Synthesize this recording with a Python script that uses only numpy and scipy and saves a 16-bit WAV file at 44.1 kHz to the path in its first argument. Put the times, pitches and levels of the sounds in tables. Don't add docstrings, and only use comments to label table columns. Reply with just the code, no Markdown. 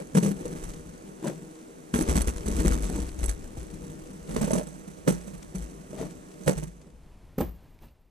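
import sys
import numpy as np
from scipy import signal
from scipy.fft import rfft, irfft, next_fast_len
from scipy.io import wavfile
from scipy.ndimage import uniform_filter1d

SR = 44100
rng = np.random.default_rng(int(sys.argv[2]) if len(sys.argv) > 2 else 0)


def store_wav(level_fs):
    pcm = np.round(np.clip(np.atleast_2d(level_fs), -1, 1) * 32767)
    wavfile.write(sys.argv[1], SR, pcm.T.astype(np.int16))


def convert_level_to_amplitude(level_db):
    exponent = np.asarray(level_db, float) / 20
    return 10 ** exponent


N = 357210


def evened(x):
    return x / np.sqrt(np.mean(x ** 2) + 1e-20)


def curve(rows, column):
    rows = np.array(rows)
    return np.interp(np.arange(N) / SR, rows[:, 0], rows[:, column])


def colour(x, points, lag_s=0.):
    size = next_fast_len(N + 4096)
    hz = np.arange(size // 2 + 1) * SR / size
    f, db = np.transpose(points)
    gain = convert_level_to_amplitude(np.interp(np.log(hz + 1), np.log(f + 1), db))
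    delay = np.exp(-2j * np.pi * hz * lag_s)
    return irfft(rfft(x, size) * gain * delay, size)[..., :N]


def resonate(x, modes):
    out = 0
    for hz, width, db in modes:
        r = np.exp(-np.pi * width / SR)
        ring = signal.lfilter([1, 0, -1], [1, -2 * r * np.cos(2 * np.pi * hz / SR), r * r], x)
        out = out + convert_level_to_amplitude(db) * (1 - r) * ring
    return out


def pair(same):
    a, b = rng.standard_normal((2, N))
    return np.array([a, same * a + np.sqrt(1 - same ** 2) * b])


def lumps(width, db):
    smooth = uniform_filter1d(rng.standard_normal(N), width)
    smooth = uniform_filter1d(smooth, width)
    return convert_level_to_amplitude(db * evened(smooth))


def changed_level(before_db, after_db, ramp_s=0.49):
    change_s = 6.56
    share = np.clip((np.arange(N) / SR - change_s) / ramp_s, 0, 1)
    return before_db + share * (after_db - before_db)


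# middle t/s, half length t/s, scrape level/dB, brushing hiss level/dB,
# scrape f/Hz
DRAGS = [(.01, 0.02, -40.5, -72, 540), (0.457, 0.12, -49, -91, 492), (0.687, 0.98, -62, -73, 314),
         (1.281, 0.037, -39, -70, 567), (2.11, 0.1, -39, -90, 323), (2.514, 0.26, -49.5, -57, 405),
         (2.667, 0.11, -40, -76, 292), (2.843, 0.0098, -48.5, -44, 390), (2.944, 0.12, -43, -58, 286),
         (3.223, 0.057, -52.5, -62, 285), (3.868, 0.59, -60.5, -72.5, 320), (4.357, 0.059, -57, -59, 400),
         (4.458, 0.13, -44.5, -68, 467), (4.593, 0.031, -44.5, -60, 627), (5.266, 0.042, -78, -92, 340),
         (6.018, 0.052, -40.5, -58, 637), (6.866, 0.08, -61, -72.5, 470)]


def strokes(column):
    t = np.arange(N) / SR
    return [convert_level_to_amplitude(row[column]) * np.exp(-((t - row[0]) / row[1]) ** 2) for row in DRAGS]


# f/Hz, width f/Hz, level/dB
TOP_MODES = [(160, 9, 2), (188, 22, -2), (240, 30, -8)]
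# f/Hz, width f/Hz, level/dB
SLIDE_MODES = [(318.9, 4.7, 21), (390, 22.3, 13.5), (468.6, 17, 13.5), (592, 15, 8), (840, 116, -61.5)]


def bench():
    drags = strokes(column=2)
    top = resonate(pair(0.81) * lumps(500, 4.35), TOP_MODES)
    top = evened(resonate(top, [(182.0, 184, 0)]))
    slide = evened(resonate(pair(0.38) * lumps(150, 0.49), SLIDE_MODES))
    grit = rng.standard_normal(N) * lumps(120, 6.2)
    scrape = 0
    for gain, row in zip(drags, DRAGS):
        scrape = scrape + gain * evened(resonate(grit, [(row[4], 63, 0)]))
    top = top * (convert_level_to_amplitude(changed_level(-47.5, -64)) + convert_level_to_amplitude(2) * sum(drags))
    slide = slide * (convert_level_to_amplitude(changed_level(-51, -87.5)) + convert_level_to_amplitude(-0.5) * sum(drags))
    return colour(top + slide + scrape, [(95, -24), (140, 0)])


# f/Hz, level/dB per Hz
RUMBLE_COLOUR = [(11, -78), (18, 2.5), (38, 1), (54, 4.5), (70, -4.5), (102, -2), (130, -26), (170, -22),
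                 (290, -120)]
# t/s, level/dB
SWAY = [(0.1, -59), (0.38, -49), (0.65, -44), (1.1, -60), (1.93, -68), (2.1, -35), (2.5, -41), (2.84, -40),
        (3.09, -38), (3.56, -43), (4.26, -51.5), (4.46, -36), (4.62, -64), (5.05, -52), (5.28, -53),
        (5.5, -52), (6.47, -58.5), (7.47, -53.5)]


def rumble():
    tremble = evened(colour(pair(0.95) * lumps(900, 2.16), RUMBLE_COLOUR))
    return tremble * convert_level_to_amplitude(curve(SWAY, column=1))


# f/Hz, level/dB per Hz
AIR_COLOUR = [(35, 6), (60, 5), (167, -2.5), (799, -14.5), (1060, -16.5), (1220, -21.5), (2500, -24.5),
              (6990, -34), (9680, -34), (13400, -39), (15800, -63)]
# f/Hz, level/dB
SCUFF_COLOUR = [(3500, 4.5), (5000, 4.5), (7500, 7), (10500, -0.5), (11500, -6), (14500, -29), (15500, -57)]


def air():
    scuff = evened(colour(rng.standard_normal(N), SCUFF_COLOUR)) * lumps(300, 6.9)
    scuff = scuff * (convert_level_to_amplitude(changed_level(-71, -103)) + sum(strokes(column=3)))
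    still_air = evened(colour(pair(1.0), AIR_COLOUR)) * convert_level_to_amplitude(changed_level(-70.5, -54) + 1.1 * jostle())
    return still_air + scuff * np.array([[1], [.3]])


# f/Hz, level/dB
BUZZ_RIGHT = [(110, -13), (300, 18.5), (800, 9), (1500, 2), (3600, -6.5), (5000, -6), (6200, 2.5),
              (7000, -2), (7900, 3), (8800, -3), (9700, 1), (10600, -6.5), (14200, -12.5), (15000, -25),
              (15700, -71)]
# f/Hz, level/dB
BUZZ_LEFT = [(110, -37), (300, -43), (800, 6.5), (2000, -1.5), (4400, -14.5), (4650, -19), (4900, -52),
             (15000, -71)]
# f/Hz, width f/Hz, level/dB
CAVITY_MODES = [(4400, 130, -15), (6240, 95, -4), (7915, 100, 0), (9720, 95, -3), (11500, 160, -17)]
# f/Hz, level/dB
FIZZ_COLOUR = [(10500, -59.5), (11600, 5.5), (13500, 6), (15300, 5), (16000, -7)]


def loose_part(shaking):
    slide_s = 0.96
    swing = uniform_filter1d(shaking, 24)
    size = (swing ** 2 + 0.0065 ** 2) ** (1.02 / 2)
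    outward = np.maximum(swing, 0)
    shared, own, ring, fizz = (evened(v) for v in rng.standard_normal((4, N)))
    ring = ring * lumps(250, 4.5)
    buzz_gain = convert_level_to_amplitude(changed_level(-8, -38, slide_s) + 0.81 * jostle())
    fizz_gain = convert_level_to_amplitude(changed_level(-58.5, -11, slide_s) + 0.54 * jostle())
    right = colour(shared * size * buzz_gain, BUZZ_RIGHT)
    right += convert_level_to_amplitude(13.0) * resonate(ring * outward * buzz_gain, CAVITY_MODES)
    right += colour(fizz * abs(swing) ** 1.12 * fizz_gain, FIZZ_COLOUR)
    left = -colour((shared + .45 * own) * size * buzz_gain, BUZZ_LEFT, lag_s=.000105)
    return np.array([left, right])


# f/Hz, level/dB, share of the ring time
BLOCK_MODES = [(345, -4.5, 1), (479, -4, 1), (582, 0, 1), (821, 2.5, 0.67), (930, -18, 0.35),
               (1227, -27, 0.59), (1650, -20, .5), (2190, -30.5, 0.2)]


def strike(low_hz, high_hz, share_db, ring_s, draw):
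    t = np.arange(8000) / SR
    press = (1 + 1.05 * draw) * t[:700]
    soft_push = press * np.exp(-t[:700] / 0.0012)
    hard_push = press * np.exp(-t[:700] / 0.0005)
    low_decay = convert_level_to_amplitude(-60 * t / (1.42 * ring_s) * (low_hz / 190) ** 0.24)
    low = np.sin(2 * np.pi * low_hz * t) * low_decay
    low += 0.025 * np.sin(2 * np.pi * 178 * t) * convert_level_to_amplitude(-60 * t / 0.98)
    modes = [(high_hz, 5, .9)]
    for k, (f, db, share) in enumerate(BLOCK_MODES):
        modes.append((f * (1 + 0.086 * draw[-k - 1]), db, share))
    high = sum(convert_level_to_amplitude(db - 60 * t / (share * ring_s)) * np.sin(2 * np.pi * f * t) for f, db, share in modes)
    low = signal.fftconvolve(soft_push, low)[:8000]
    high = signal.fftconvolve(hard_push, high)[:8000]
    return low / abs(low).max() + convert_level_to_amplitude(share_db) * high / abs(high).max()


# t/s, peak level/dB, bench f/Hz, block f/Hz, block share level/dB
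BUMPS = [(0.151, -10.5, 222, 492, -0.5), (0.17, -5, 184, 454, -6), (0.19, -13.5, 198, 380, -12),
         (0.228, -11.5, 197, 425, -3), (.243, -20.5, 194, 350, -1), (0.257, -12.5, 192, 517, -9),
         (0.276, -17, 174, 462, 1), (0.308, -16.5, 198.5, 282, -7), (.41, -34.5, 191, 362, 11),
         (0.455, -29.5, 192, 484, 10), (0.505, -28, 200, 374, 1.5), (.625, -45, 172, 464, 8),
         (1.227, -34, 238, 348, 4), (1.243, -24.5, 231, 368, 5), (1.255, -29, 200, 584, 6),
         (1.264, -22.5, 218, 600, 3), (1.277, -21, 168.6, 370, -1.5), (1.293, -30, 178, 345, 4),
         (1.939, -10.5, 235, 334, -13.5), (1.955, -15, 237, 430, 0), (1.99, -17.5, 267.6, 313.4, 3),
         (2.009, -25, 227, 313, 8.5), (2.085, -18.5, 240, 400, -20), (2.154, -17.5, 245, 345, -9),
         (2.172, -14.5, 209, 295, -14), (2.19, -36.5, 232, 345, -8), (2.279, -24, 234, 290, -14),
         (2.458, -25.5, 207, 353, -3), (2.482, -19.5, 242, 410, 0), (2.502, -24, 225, 293, 3),
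         (2.566, -33, 256, 300, -2), (2.594, -28, 207, 555, -13), (2.649, -14, 204, 358, -1),
         (2.689, -25.5, 252, 425, -19), (2.761, -25, 229, 295, -2), (2.898, -24, 262, 315, 4),
         (2.955, -27, 250, 310, 2), (2.979, -25, 202, 294, 3), (3.253, -33, 226, 363, -5),
         (3.57, -25.5, 123, 660, -3.5)]
# t/s, peak level/dB, bench f/Hz, block f/Hz,
# block share level/dB
LIFTS = [(4.291, -25, 201, 347, -8), (4.304, -24.5, 208, 390, -7), (4.328, -34, 212, 474, 7),
         (4.363, -18.5, 242, 448, 5), (4.385, -31, 171, 410, -3), (4.413, -12, 219, 603, -3),
         (4.44, -17.5, 193, 600, -1.5), (4.477, -32, 172, 477, 16.5), (4.508, -24, 217, 623, 12),
         (4.531, -13, 241, 390, 0), (4.554, -19, 184, 600, 3.5), (4.577, -29, 205, 498, 13),
         (4.612, -28, 178, 614, 6.5), (5.066, -20.5, 151, 332, -6), (5.077, -8, 164.8, 504, 3),
         (5.08, -26.5, 263, 345, 9), (5.0895, -30.5, 196, 470, 7), (5.1005, -15, 198.3, 383, -4.5),
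         (5.122, -20, 179, 410, -7), (5.334, -28.5, 165, 337, -18), (5.549, -20.5, 187, 330, -11),
         (5.58, -30.5, 175, 386, -16), (5.931, -39, 161, 620, 14), (5.945, -31.5, 207, 436, -2),
         (5.997, -31.5, 184, 650, 8), (6.012, -36, 182, 440, 16.5), (6.028, -30, 199, 630, 9),
         (6.049, -26, 173, 635, -15)]
# t/s, peak level/dB, bench f/Hz, block f/Hz,
# block share level/dB
STACKS = [(6.465, -17.5, 159.6, 557, -4), (6.4795, -13, 168, 522, 7.5), (6.484, -27, 165, 610, 11),
          (6.49, -31, 200, 385, 12), (6.4935, -26, 163, 498, 16.5), (6.507, -16.5, 177, 403, -12),
          (6.528, -22, 184, 398, -22), (6.575, -20.5, 153, 440, -6), (6.626, -22, 153, 350, -3),
          (6.67, -28.5, 162, 375, -20.5), (7.382, -16, 272, 420, 0.5), (7.406, -16, 230, 490, 4),
          (7.422, -33, 192, 348, 15.5), (7.841, -35, 240, 304, -23)]


def knocks():
    out = np.zeros(N + 8000)
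    for blows, ring_s in ((BUMPS, 0.092), (LIFTS, 0.08), (STACKS, 0.079)):
        for s, db, low_hz, high_hz, share_db in blows:
            blow = strike(low_hz, high_hz, share_db, ring_s, rng.standard_normal(700))
            out[round(s * SR):][:8000] += convert_level_to_amplitude(db) * blow
    no_bass = signal.butter(5, 128, "high", fs=SR, output="sos")
    return signal.sosfiltfilt(no_bass, out[:N]) * np.ones((2, 1))


# t/s, peak level/dB, f/Hz, contact t/s
CRACKS = [(0.151, -29.5, 1110, 0.003), (.228, -38, 700, 0.0037), (.455, -41, 700, .003),
          (0.629, -47, 1480, 0.0084), (1.228, -36, 900, .004), (1.256, -31, 900, 0.008),
          (1.266, -34, 1600, .01), (1.276, -20, 1100, 0.0054), (1.941, -14, 950, 0.006),
          (2.094, -21, 1200, .004), (2.157, -22, 1000, .004), (2.208, -24, 1240, .004),
          (2.28, -23, 1220, .004), (2.722, -22, 1230, .004), (4.364, -18, 1000, 0.0025),
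          (4.414, -36, 1200, 0.0026), (4.479, -35, 800, .003), (4.508, -41, 900, 0.003),
          (5.077, -21, 960, 0.0022), (5.0775, -17, 1360, 0.0028), (6.479, -11.5, 900, 0.003),
          (6.479, -26.5, 1720, 0.0027), (6.496, -31, 1000, .004), (7.387, -28, 1220, 0.007),
          (7.411, -22.5, 1090, 0.0089), (7.79, -44, 2300, 0.0034), (7.885, -48, 2680, .006),
          (7.834, -52, 1000, 0.0072)]


def cracks():
    out = np.zeros(N)
    for s, db, hz, contact_s in CRACKS:
        burst = rng.standard_normal(2500) * np.exp(-np.arange(2500) / SR / contact_s)
        burst[0] = 14
        ring = resonate(burst, [(hz, 220, 0), (1.45 * hz, 500, -12)])
        out[round(s * SR):][:2500] += convert_level_to_amplitude(db) * ring / abs(ring).max()
    return out


def room(x):
    taps = np.sign(rng.standard_normal((2, 15000))) * (rng.random((2, 15000)) < .05)
    taps = taps * convert_level_to_amplitude(-60 * np.arange(15000) / SR / .25)
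    taps[:, :250] = 0
    taps = taps / np.linalg.norm(taps, axis=1, keepdims=True)
    return signal.fftconvolve(x, taps, axes=1)[:, :N]


# t/s, level/dB above rest, rise t/s, fall level/dB per s
JOSTLES = [
    (1.94, 6.5, 0.0064, 7.5),
    (0.552, 7.5, .02, 31),
    (7.377, 18.5, 0.0071, 130),
    (7.8, 11, 0.034, 122),
]


def jostle():
    t = np.arange(N) / SR
    total = 0
    for s, db, rise_s, fall in JOSTLES:
        height = np.maximum(db - fall * np.maximum(t - s - rise_s, 0), 0)
        total = total + height * np.clip((t - s) / rise_s, 0, 1)
    return total


# t/s, peak level/dB, f/Hz, 60 dB decay t/s, first swing direction
JOLTS = [(0.62, -34, 36, 0.45, -1), (1.939, -27, 62, 0.2, -1), (2.018, -24, 42, 0.08, 1),
         (2.086, -17, 66, 0.15, -1), (2.154, -17, 58, 0.2, -1), (2.204, -20, 52, 0.12, -1),
         (2.24, -23, 45, 0.09, 1), (2.271, -18, 60, 0.11, 1), (2.357, -27, 45, .15, -1),
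         (2.458, -23, 58, 0.15, 1), (2.51, -24, 45, 0.1, 1), (2.546, -22, 62, 0.3, 1),
         (2.591, -16.5, 56, 0.14, -1), (2.655, -20, 45, .1, 1), (2.668, -16.5, 54, 0.14, -1),
         (2.708, -16, 49, 0.25, 1), (2.76, -20, 50, 0.4, 1), (2.826, -26, 42, .4, -1),
         (2.93, -26, 55, .15, -1), (2.984, -26, 63, .6, 1), (3.186, -26, 60, .1, 1),
         (3.227, -19, 52, 0.11, -1), (3.278, -20, 48, 0.22, -1), (3.577, -32, 60, 0.15, 1),
         (4.3, -36, 50, .3, 1), (4.45, -34, 51, 0.95, 1), (5.1, -38, 50, .9, 1), (5.559, -33, 50, 0.58, 1),
         (5.61, -33, 55, .3, -1), (5.98, -40, 56, 0.34, 1), (6.469, -29, 80, 0.098, 1),
         (6.556, -33, 51, 0.73, 1), (7.408, -31, 62, 0.2, 1), (7.443, -31, 60, .25, -1),
         (7.482, -31, 58, .3, -1)]


def jolts():
    t, out = np.arange(16000) / SR, np.zeros(N + 16000)
    for s, db, hz, decay_s, way in JOLTS:
        rise = 1 - np.exp(-t / .006)
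        swing = np.sin(2 * np.pi * hz * t) * convert_level_to_amplitude(-60 * t / decay_s) * rise
        out[round(s * SR):][:16000] += way * convert_level_to_amplitude(db - 1.5) * swing / abs(swing).max()
    return out[:N]


# t/s, left over right level/dB, share of the far end 0-1, share of the stack 0-1
PLACE = [(0, 2, 0, 0), (1.1, 2, 0, 0), (1.2, 3.5, 0, .7), (1.4, 3.5, 0, .7), (1.8, 3, 0, 0),
         (2.75, 3, 0, 0), (2.85, 3, 0, .7), (4.1, 3, 0, .3), (4.3, -2.5, 1, 0), (5.45, -2.5, 1, 0),
         (5.53, 2, 0, .7), (6.3, 2, 0, .7), (6.42, -3, 1, 0), (6.66, -3, 1, 0), (6.75, 0, 0, 1),
         (8.1, 0, 0, 1)]
# f/Hz, lead/rad from the near end, lead/rad from the
LEAD = [(90, .1, -.6), (250, .35, -1.3), (340, .3, -3.1), (500, .7, -5.8), (620, 3., -5.2),
        (780, 3.4, -2.3), (1000, 3.7, -2.), (4400, 5.6, -.7)]


def placed(x):
    hz = np.fft.rfftfreq(N, 1 / SR)
    f, near_lead, far_lead = np.transpose(LEAD)
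    spectrum = rfft(x[1])
    near = irfft(spectrum * np.exp(1j * np.interp(hz, f, near_lead)), N)
    far = irfft(spectrum * np.exp(1j * np.interp(hz, f, far_lead)), N)
    far_share, stack_share = curve(PLACE, column=2), curve(PLACE, column=3)
    right = far_share * far + stack_share * x[1] + (1 - far_share - stack_share) * near
    return np.array([x[0], right]) * convert_level_to_amplitude(curve(PLACE, column=1) * np.array([[.5], [-.5]]))


def scene():
    blows, edges = knocks(), cracks()
    frame = (rumble() + jolts()) * convert_level_to_amplitude([[1.8], [-1.8]])
    echoes = convert_level_to_amplitude(-11.0) * room(blows + edges)
    on_top = bench() + blows + edges * convert_level_to_amplitude([[-5], [0]]) + echoes
    return frame + placed(on_top) + air()


def roll_off(x):
    return signal.sosfilt(signal.butter(12, 16510, fs=SR, output="sos"), x)


# f/Hz, level/dB
TREBLE_EDGE = [(20, 0), (14800, 0), (15300, -8), (15800, -70)]


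def record(dry):
    fade_s, fade_db_per_s = 7.663, 26.5
    fade = convert_level_to_amplitude(-fade_db_per_s * np.maximum(np.arange(N) / SR - fade_s, 0))
    mix = fade * (dry + loose_part(dry[1]))
    return roll_off(colour(mix, TREBLE_EDGE))


dry = scene()
out = record(dry)
store_wav(out)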